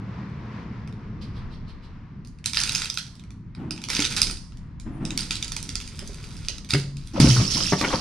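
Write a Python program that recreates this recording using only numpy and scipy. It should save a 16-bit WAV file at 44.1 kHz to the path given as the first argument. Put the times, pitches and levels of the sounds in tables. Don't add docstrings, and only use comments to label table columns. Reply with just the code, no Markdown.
import sys
import numpy as np
from scipy import signal
from scipy.fft import rfft, irfft, next_fast_len
from scipy.io import wavfile
from scipy.ndimage import uniform_filter1d

SR = 44100
rng = np.random.default_rng(int(sys.argv[2]) if len(sys.argv) > 2 else 0)


def volts_from_db(level):
    exponent = np.asarray(level, float) / 20
    return 10 ** exponent


def wav_record(signal):
    frames = np.transpose(np.atleast_2d(signal))
    bounded = np.clip(frames, -1, 1)
    quanta = np.round(bounded * 32767).astype(np.int16)
    wavfile.write(sys.argv[1], SR, quanta)


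N = 353108
SIZE = next_fast_len(N + SR)
T = np.arange(N) / SR
HZ = np.maximum(np.fft.rfftfreq(SIZE, 1 / SR), 1)

# frequency in Hz, correlation.
LIKENESS = [(25, .66), (45, .75), (70, .94), (125, .995), (300, .985), (600, .75), (1000, .55), (1400, .5),
            (3000, .72), (6800, .2), (12000, .0)]
# time in seconds, level in dB.
CAR_LOSS = [
    (0.0, 0.5),
    (1.5, -5.5),
    (2.1, -14),
    (3.0, -48),
]


def over_hz(table):
    hz, value = np.transpose(table)
    return np.interp(np.log(HZ), np.log(hz), value)


def shape(x, gain):
    return irfft(rfft(x, SIZE) * gain, SIZE)[..., :N]


def causal(table):
    cepstrum = irfft(np.log(volts_from_db(over_hz(table))), SIZE)
    cepstrum[1:SIZE // 2] *= 2
    cepstrum[SIZE // 2 + 1:] = 0
    gain = np.exp(rfft(cepstrum))
    return gain / np.sqrt(np.mean(np.abs(gain) ** 2))


def band(lo_hz, hi_hz):
    return 1 / np.sqrt((1 + (lo_hz / HZ) ** 6) * (1 + (HZ / hi_hz) ** 6))


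def unit(x):
    return x / np.sqrt(np.mean(x ** 2))


def along(s, db):
    return volts_from_db(np.interp(T, s, db, left=-200, right=-200))


def swell(table, rise_s):
    gain = 0
    for start_s, db, hold_s, fade_s in table:
        since_s = T - start_s
        rise = np.clip(since_s / rise_s, 0, 1) ** 2
        gain = gain + volts_from_db(db) * rise * np.exp(-np.maximum(since_s - rise_s - hold_s, 0) / fade_s)
    return gain


def add(x, s, rows):
    first = (np.asarray(s)[:, None] * SR).astype(int)
    np.add.at(x, np.minimum(first + np.arange(rows.shape[1]), N - 1), rows)
    return x


def wide():
    like = np.clip(over_hz(LIKENESS), 0, 1)
    mid, side = rng.standard_normal((2, N))
    mid = shape(mid, np.sqrt((1 + like) / 2))
    side = shape(side, np.sqrt((1 - like) / 2))
    return np.array([mid + side, mid - side])


def walk(rate_hz):
    k = int(SR / rate_hz)
    steps = np.repeat(rng.standard_normal(N // k + 1), k)
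    return uniform_filter1d(uniform_filter1d(steps, k), k)[:N]


def grains(per_s, spread_db):
    hit = rng.random(N) < per_s / SR
    size = volts_from_db(spread_db * np.minimum(rng.exponential(size=N), 4))
    return unit(hit * rng.standard_normal(N) * size)


def modes(s, rows, centre_hz, table, reach_octaves):
    out = 0
    for hz, db, t60_s in table:
        pole = np.exp(2j * np.pi * hz / SR - np.log(1000) / (t60_s * SR))
        share = 1 / (1 + (np.log2(hz / centre_hz) / reach_octaves) ** 2)
        hits = add(np.zeros(N), s, rows * share[:, None])
        out = out + volts_from_db(db) * signal.lfilter([1], [1, -pole], hits).imag
    return out


def glide(table):
    s, hz, db = np.transpose(table)
    return np.sqrt(2) * along(s, db) * np.sin(2 * np.pi * np.cumsum(np.interp(T, s, hz)) / SR)


def echoed(rows):
    gap, strength = rng.random((len(rows), 2)).T
    lag = ((.00078 + .0001 * gap) * SR).astype(int)[:, None]
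    at = np.arange(rows.shape[1])
    once, twice = (np.take_along_axis(rows, np.maximum(at - k * lag, 0), axis=1) * (at >= k * lag)
                   for k in (1, 2))
    return (rows + (.4 + .55 * strength)[:, None] * (once + .75 * twice)) / 1.3


def hinge():
    # time in seconds, peak in dB, lows in dB, highs in dB (both against peak).
    wood_snaps = [(2.4423, -21, -15, -20), (2.4592, -7.5, -20, -9.5), (2.4967, -24.5, -9.5, -6),
                  (2.5336, -14, -4, -12), (2.5457, -10.5, -18, -17.5), (2.5712, -6.5, -2, -19.5),
                  (2.5905, -13.5, -18, -12), (2.602, -9.5, -12, -14), (2.6138, -8.5, -13, -20),
                  (2.6356, -2, -30, -22.5), (2.6753, -14.5, -18, -17.5), (2.6932, -7, -23, -17),
                  (2.721, -19, -22, -6), (2.7503, -10, -10, -10), (2.7571, -11.5, -16, -11),
                  (2.78, -21, -18, -6), (2.8045, -26, -14, -9), (2.819, -11.5, -9, -11.5),
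                  (2.845, -17, -16, -10), (2.8565, -12.5, -13, -15), (2.8998, -12.5, -23, -14.5),
                  (2.9414, -22.5, -22, -4), (2.9739, -11.5, -5.5, -14.5), (2.9854, -14.5, -16, -11.5),
                  (3.0274, -32.5, -22, -13), (3.0664, -36, -15, -8),
                  (3.7084, -14.5, -14, -14), (3.7623, -33, -10, -12.5), (3.7776, -27.5, -5, -19),
                   (3.8172, -23.5, -17, -11.5), (3.839, -13.5, -16, -17.5), (3.8863, -20.5, 0, -12),
                   (3.9012, -7.5, -5, -15), (3.9305, -14.5, -6, -15), (3.95, -11, -14.5, -15),
                   (3.966, -12, -5, -13), (3.992, -6, -17, -26.5), (4.003, -3, -25, -22),
                   (4.022, -2.5, -25, -27), (4.0448, -5, -16.5, -32), (4.0511, -6.5, -9.5, -37),
                   (4.061, -8, -13.5, -23), (4.165, -16.5, -7, -5), (4.1734, -21.5, -12, -9.5),
                   (4.217, -7, -11, -3), (4.23, -10, -25, -14), (4.2698, -12, -25, -20),
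                   (4.2975, -18, -1, -15), (4.311, -18.5, -17, -4.5), (4.371, -29, -23, -16),
                   (4.3973, -43, -18, -16),
                  (5.052, -16, -31, -14), (5.106, -16.5, -16, -17), (5.1755, -9.5, -9, -8),
                  (5.191, -12.5, -31, -30), (5.2073, -25.5, -22, 3), (5.2305, -19.5, -26, -9),
                  (5.3082, -5.5, -13, -20), (5.3548, -17, -18, -11.5), (5.367, -19, -20, -14),
                  (5.4261, -9.5, -15.5, -17), (5.4453, -20.5, -27, -8), (5.4804, -20.5, -14, -9),
                  (5.5196, -21, -3, 0), (5.5652, -16.5, -1, -6.5), (5.572, -37.5, -19, -13),
                  (5.602, -34, -22, -6), (5.628, -30, -30, 7), (5.6916, -16.5, -20, -8),
                  (5.7546, -14, -12, -10), (5.802, -25, -2, -6), (5.813, -28, -13, -4),
                  (5.8763, -22, -14, -13), (5.9725, -37, -13, -6), (5.9916, -21.5, -3, -5.5),
                  (6.0753, -37, -21, 4), (6.1317, -35.5, -2, -8), (6.1443, -36, -4, -2), (6.24, -29, 0.5, -10),
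               (6.3072, -35, 5, -15), (6.3675, -35, -10, -5), (6.449, -29, -21, -10),
               (6.4845, -9, -27, -16), (6.5825, -25, -11, -14), (6.6465, -29, -4, -11),
               (6.6895, -28, -15, -14), (6.7064, -9, -14, -14), (6.7345, -16, 2, -19),
               (6.7367, -3.5, -12, -20), (6.9694, -25, -31, -16), (7.073, -31, -30, -4.5),
                  (0.298, -51, -7, -13), (0.8754, -49, 16, -2), (0.926, -42, -8, -10),
             (2.2492, -37.5, -21.5, -11), (2.273, -42.5, -19.5, 1.5), (2.387, -40, -9, -26),
             (3.154, -42, -2, -3), (3.196, -36.5, -12, -11), (3.2375, -42.5, 4, -16), (3.3057, -37, -6, -8),
             (3.5496, -38, 0, -17), (4.522, -39.5, -4, -25), (4.572, -36, -7, -14), (4.799, -32.5, -11, -6),
             (7.2011, -6.5, -12, -6), (7.206, -9, -7, -9), (7.8135, -21.5, 9, 3)]
    # start in seconds, level in dB, hold in seconds, fade in seconds.
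    tears = [(2.45, -33, 0.0067, 0.016), (2.545, -35.5, 0.25, 0.062), (3.71, -65, 0.074, 0.045),
             (3.89, -32, 0.13, 0.046), (4.1, -33, 0.015, 0.03), (4.162, -25.5, 0.0032, 0.026),
             (4.26, -45, 0.029, 0.02), (5.05, -55, 0.11, 0.11), (5.18, -41.5, 0.017, 0.085),
             (5.31, -37.5, 0.0093, 0.032), (5.4, -51.5, 1.153, 0.021), (6.69, -36, 0.022, .01),
             (6.715, -39, 0.076, 0.015), (6.96, -57, 0.52, .05)]
    # frequency in Hz, level in dB per Hz.
    fibre_colour = [(290, -44), (500, -14), (748, -19.5), (889, -8), (1170, -16), (1330, -3), (1600, -4),
                    (2260, -4), (3190, -4), (4840, -1.5), (7670, -11.5), (9250, -7), (11500, -22.5),
                    (14700, -28.5), (15500, -44)]

    s, db, low_db, high_db = np.transpose(wood_snaps)
    t = np.arange(256) / SR
    burst = rng.standard_normal((len(s), 256)) * (.3 * np.exp(-t / .0008) + .12 * np.exp(-t / .0025))
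    burst[:, 0] = .5
    versions = echoed(burst), burst
    parts = ((low_db + 8, band(300, 2500)), (0 * db + 3, band(2500, 6500)), (high_db + 14, band(6500, 17000)))
    snaps = 0
    for part_db, gain in parts:
        level = volts_from_db(db + part_db)[:, None]
        snaps = snaps + shape(np.array([add(np.zeros(N), s, rows * level) for rows in versions]), gain)

    tearing = sum(shape(grains(900, spread_db=3.2), band(hz, 1.7 * hz)) for hz in 500 * 1.6 ** np.arange(8))
    tearing = shape(tearing, 1 + .22 * np.exp(-2j * np.pi * HZ * .00083))
    return shape(snaps + swell(tears, rise_s=0.0065) * unit(tearing), causal(fibre_colour))


def boom():
    # start in seconds, level in dB, hold in seconds, fade in seconds.
    kicks = [
        (6.735, -15.5, 0.0089, 0.024),
        (6.79, -35, 0.19, 0.028),
        (7.2, -11, 0.02, 0.058),
        (7.285, -15.5, 0.026, 0.027),
        (7.365, -16, 0.026, .009),
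        (7.46, -39.5, 0.026, 0.021),
    ]
    # time in seconds, frequency in Hz.
    pitch = [
        (7.0, 139.4),
        (7.23, 138.6),
        (7.335, 125),
        (7.39, 122.8),
    ]
    phase = 2 * np.pi * np.cumsum(np.interp(T, *np.transpose(pitch))) / SR
    return np.sqrt(2) * swell(kicks, rise_s=0.012) * np.sin(phase)


def trunk():
    # time in seconds, peak in dB, loudest trunk mode in Hz, hard knock in dB, knock centre in Hz.
    blows = [(3.991, -18, 291, -23, 2590), (6.734, -9.5, 151, -36, 2550), (6.747, -8.5, 146, -25.5, 1880),
             (7.2, -3, 233, -20.5, 1490), (7.244, -3.5, 247, -31, 960), (7.255, -5, 66, -31, 1200),
             (7.274, -9, 209, -32, 1220), (7.362, -14, 170, -28, 1320), (7.39, -35, 66, -32, 500),
             (7.399, -8.5, 161, -31, 1340), (7.414, -10.5, 201, -32, 1830), (7.554, -33, 158, -39.5, 1770),
             (7.604, -20, 165, -33.5, 1310), (7.722, -10, 384, -14.5, 820), (7.731, -4.5, 152, -15, 1570),
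             (7.811, -25, 300, -20.5, 905), (7.826, -30, 300, -23.5, 1000), (7.834, -27, 260, -24, 1110),
             (7.84, -30, 300, -21.5, 2020), (7.8455, -22.5, 350, -15, 2000), (7.878, -23, 324, -24, 744),
             (7.905, -32, 300, -24.5, 930), (7.927, -27.5, 256, -21.5, 990),
             (7.936, -27.5, 253, -16.5, 956), (7.944, -15.5, 174, -20.5, 860)]
    # time in seconds, peak in dB, mode in Hz, knock in dB, knock centre in Hz.
    creaks = [
        (6.022, -39, 420, -36.5, 620),
        (6.091, -31, 396, -39, 580),
        (6.492, -35.5, 503, -41.5, 576),
        (6.745, -13.5, 398, -26, 600),
    ]
    # mode in Hz, level in dB, t60 in seconds.
    trunk_modes = [(66, -7, 0.19), (161, -5, 0.097), (184.7, -6.5, 0.19), (233, -2.5, 0.13),
                   (263.4, -5, 0.16), (291, 3, 0.099), (398, 0, 0.11), (488, -10, 0.24)]
    # mode in Hz, level in dB, t60 in seconds.
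    log_modes = [(593, 0, 0.028), (710, -2.5, 0.02), (930, -0.5, 0.024), (1110, 3, 0.013),
                 (1420, 1.5, 0.012), (1524, 4, 0.0068), (1895, 4.5, 0.012), (2150, 0.5, 0.017),
                 (2720, -3, 0.033)]

    s, db, body_hz, knock_db, knock_hz = np.transpose(list(blows) + creaks)
    t = np.arange(512) / SR
    push = np.sin(np.pi * np.clip(t / 0.002, 0, 1)) / (0.0017 * SR)
    scrape = rng.standard_normal((len(s), len(t))) * np.exp(-t / 0.0055) * (1 - np.exp(-t / 0.00069))
    body = modes(s, push * volts_from_db(db)[:, None], body_hz, trunk_modes, reach_octaves=0.35)
    knock = modes(s, scrape * volts_from_db(knock_db - 19.5)[:, None], knock_hz, log_modes, reach_octaves=0.53)
    return shape(body, band(40, 17000)) + knock + boom()


def stones():
    # start in seconds, level in dB, hold in seconds, fade in seconds.
    fine_sprays = [
        (7.13, -44.5, 0.061, 0.022),
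        (7.196, -23, 0.006, 0.19),
        (7.28, -25, 0.01, 0.092),
        (7.4, -35, 0.023, 0.026),
        (7.5, -28.5, 0.21, 0.042),
        (7.78, -30.5, 0.031, 0.016),
        (7.85, -33, 0.1, .1),
    ]
    # start in seconds, level in dB, hold in seconds, fade in seconds.
    big_sprays = [
        (7.15, -26.5, 0.12, 0.015),
        (7.37, -29, 0.038, 0.0083),
        (7.545, -35.5, 0.016, 0.065),
        (7.8, -34, 0.092, 0.038),
        (7.91, -26, 0.019, 0.034),
    ]
    # frequency in Hz, level in dB per Hz.
    gravel_colour = [(290, -51), (500, 2), (748, -8), (1330, -5), (1620, -12.5), (2890, -9), (3850, -8.5),
                     (5440, -2), (7560, -15), (9660, -11), (11500, -25.5), (14000, -28), (15500, -60)]
    # time in seconds, frequency in Hz, level in dB.
    ringing = [(7.256, 5480, -14), (7.2848, 4940, -21), (7.3035, 5620, -16.5), (7.31, 3200, -14),
               (7.368, 1340, -16), (7.452, 4600, -15), (7.478, 5370, -10.5), (7.508, 4540, -21),
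               (7.5472, 5160, -11), (7.569, 5520, -11), (7.605, 1310, -23), (7.608, 5100, -13.5),
               (7.634, 4920, -17), (7.667, 5540, -11), (7.70, 6380, -17.5), (7.717, 5600, -17),
               (7.7687, 5600, -20), (7.875, 5900, -27), (7.89, 3230, -18), (7.938, 3200, -20.5)]

    rock = 0
    for hz in 500 * 2 ** np.arange(0, 5.1, .2):
        ring = 1 / (1 + 1j * (HZ / hz - hz / HZ) * 4.5) ** 2
        mid, side = (shape(grains(0.14 * hz, spread_db=2.5), ring) / np.sqrt(hz) for _ in range(2))
        like = np.clip(np.interp(hz, *np.transpose(LIKENESS)), 0, 1)
        pair = np.sqrt(1 + like) * mid + np.sqrt(1 - like) * side * np.array([[1], [-1]])
        rock = rock + volts_from_db(2.5 * walk(40)) * pair
    rock = shape(rock, causal(gravel_colour))
    fine = swell(fine_sprays, rise_s=0.0053) * volts_from_db(-2.0) * unit(shape(rock, band(2500, 17000)))
    big = swell(big_sprays, rise_s=0.01) * volts_from_db(-6.5) * unit(shape(rock, band(400, 2500)))

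    s, hz, db = np.transpose(ringing)
    t = np.arange(512) / SR
    tone = np.sin(2 * np.pi * hz[:, None] * t) * (1 - np.exp(-t / 0.00056)) * np.exp(-t / 0.0025)
    return fine + big + add(np.zeros(N), s, volts_from_db(db)[:, None] * tone)


def yard(x):
    # frequency in Hz, t60 in seconds.
    decay_times = [(150, 0.19), (600, 0.64), (2000, 0.2), (5000, 0.55), (10000, 0.37)]
    hz, t60_s = np.transpose(decay_times)
    t = T[:SR] - .0045
    noise = wide()
    tail = 0
    for lo_hz in 60 * 2. ** np.arange(8):
        band_t60_s = np.interp(np.log(lo_hz * np.sqrt(2)), np.log(hz), t60_s)
        decay = np.exp(-np.log(1000) * t / band_t60_s) * np.clip(t / .003, 0, 1)
        tail = tail + decay * shape(noise, band(lo_hz, 2 * lo_hz))[:, :4 * SR].reshape(2, 4, SR)
    tail = tail * (1 + 1.6 * np.exp(-np.maximum(t, 0) / 0.013))
    place = np.repeat(rng.integers(0, 4, N // 512 + 1), 512)[:N]
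    share = uniform_filter1d(1. * (place == np.arange(4)[:, None]), size=128)
    return irfft(np.sum(rfft(x * share, SIZE) * rfft(tail, SIZE), axis=1), SIZE)[:, :N]


def birds():
    # centre in seconds, level in dB, half length in seconds.
    rasps = [
        (1.224, -48.5, 0.0083),
        (1.37, -57.5, 0.016),
        (1.53, -59, 0.018),
        (1.69, -57, 0.012),
        (1.841, -60, 0.013),
    ]
    # time in seconds, frequency in Hz, level in dB.
    whistle = [
        (4.915, 10700, -77),
        (4.955, 9160, -69),
        (5.0, 8840, -83.5),
        (5.05, 7950, -65),
    ]
    calls = sum(volts_from_db(db) * np.exp(-((T - s) / half_s) ** 2 / 2) for s, db, half_s in rasps)
    colour = band(4000, 5100) ** 5 + .4 * band(2600, 3600) ** 3 + .06 * band(8000, 10000) ** 3
    return calls * unit(shape(rng.standard_normal(N), colour)) + glide(whistle)


def heaves():
    # start in seconds, level in dB, rise in seconds, fade in seconds.
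    shifts = [
        (3.555, -31, 0.046, 0.3),
        (4.85, -31, 0.017, 0.27),
        (5.0, -29, 0.03, 0.1),
        (7.134, -26, 0.0098, 0.08),
        (7.549, -28, 0.0064, 0.12),
    ]
    # frequency in Hz, level in dB per Hz.
    ground_colour = [(60, -17), (150, 5), (330, -2), (450, -22.5), (900, -20.5), (2800, -34.5), (4000, -46),
                     (16000, -66)]
    gain = 0
    for s, db, rise_s, fade_s in shifts:
        gain = gain + volts_from_db(db) * np.clip((T - s) / rise_s, 0, 1) * np.exp(-np.maximum(T - s, 0) / fade_s)
    return gain * volts_from_db(1.5 * walk(20)) * unit(shape(wide(), volts_from_db(over_hz(ground_colour))))


def engine():
    # time in seconds, frequency in Hz, level in dB.
    note_tables = [
        [(0.0, 106.4, -36), (0.136, 123.7, -41.5), (1.45, 108.2, -43)],
        [(0.0, 193.3, -39.5), (0.886, 217.3, -44.5), (1.25, 206.5, -45)],
    ]
    return sum(glide(note) for note in note_tables)


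def tyres():
    tread_hz, level_db = 1000, -56.5
    whine = unit(shape(wide(), band(.92 * tread_hz, 1.1 * tread_hz) ** 3))
    return volts_from_db(level_db + 5 * walk(14)) * along(*np.transpose(CAR_LOSS)) * whine


def backdrop():
    # steady town in dB, leaving car in dB, strained ground in dB.
    feeds = [
        (-72, -71.5, -38.5),
        (-41, -35, -37.5),
        (-83, -45, -40),
        (-61.5, -47, -50),
    ]
    # start in seconds, level in dB, hold in seconds, fade in seconds.
    strain = [
        (2.54, -7, 0.19, 0.126),
        (3.867, -5, 0.433, 0.034),
        (4.99, -12, 1.6, 0.11),
        (7.193, 5, 0.17, 0.16),
        (7.806, 3, .3, .1),
    ]
    # time in seconds, level in dB.
    wind = [
        (0.0, -70),
        (1.5, -38),
        (3.0, -54),
        (4.9, -39.5),
        (6.5, -44),
        (8.01, -44),
    ]
    # frequency in Hz, level in dB per Hz.
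    air_colour = [(12, -60.5), (20, -0.5), (43, -5), (71, -4), (112, -2), (200, -5), (278, -10.5),
                  (443, -17), (582, -26.5), (832, -30), (980, -24.5), (1520, -30.5), (2060, -31.5),
                  (3200, -42.5), (5360, -48), (8000, -66.5), (14000, -77.5)]

    car = along(*np.transpose(CAR_LOSS))
    deep = swell(strain[:-1], rise_s=0.029)
    full = swell(strain, rise_s=0.029)
    air = volts_from_db(over_hz(air_colour))
    edges_hz = (10, 60.0), (55, 236), (230, 810), (680, 17000)
    flicker_db = 2.5, 2.5, 2.2, 2.0
    gusts = along(*np.transpose(wind)), 0, 0, 0
    out = 0
    for (town_db, car_db, strain_db), load, gust, edges, flicker in zip(
            feeds, (deep, deep, full, full), gusts, edges_hz, flicker_db):
        level = np.sqrt(volts_from_db(town_db) ** 2 + (volts_from_db(car_db) * car) ** 2 + (volts_from_db(strain_db) * load) ** 2) + gust
        out = out + level * volts_from_db(flicker * walk(11)) * unit(shape(wide(), air * band(*edges)))
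    return out


def port_lead(left, right):
    # frequency in Hz, left lead in radians.
    lead_rad = [(300, 0), (420, -.2), (600, -1.1), (1120, .5), (1720, .3), (2580, .3), (3100, -.7),
                (4820, .4), (6720, 1.3), (8440, 1.6), (15000, 1.5)]
    lead = np.exp(.5j * over_hz(lead_rad))
    return np.array([shape(left, lead), shape(right, 1 / lead)])


def port_shade(left, right):
    # frequency in Hz, left against right in dB.
    shade_db = [(40, 1), (100, .3), (380, 0), (700, 5.5), (1290, 2.7), (2380, .8), (4400, -6.5), (6000, -8),
                (8120, -5.5), (12000, 0)]
    shade = volts_from_db(over_hz(shade_db) / 2)
    return np.array([shape(left, shade), shape(right, 1 / shade)])


def scene():
    wood, wood_far = hinge()
    rocks, log, calls = stones(), trunk(), birds()
    echo = yard(volts_from_db(-41) * wood_far + volts_from_db(-44) * rocks[0] + volts_from_db(-45) * log + volts_from_db(-34) * calls)
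    near = port_lead(*(wood + rocks + log + calls + echo))
    return port_shade(*(near + backdrop() + heaves() + tyres() + engine()))


def low_pass(x):
    return signal.sosfilt(signal.butter(12, 15670, fs=SR, output="sos"), x)


def record(dry):
    rounded = np.tanh(0.71 * dry) / 0.75
    lowpass = signal.ellip(8, .2, 60, 15500, fs=SR, output="sos")
    return low_pass(signal.sosfilt(lowpass, rounded))


dry = scene()
out = record(dry)
wav_record(out)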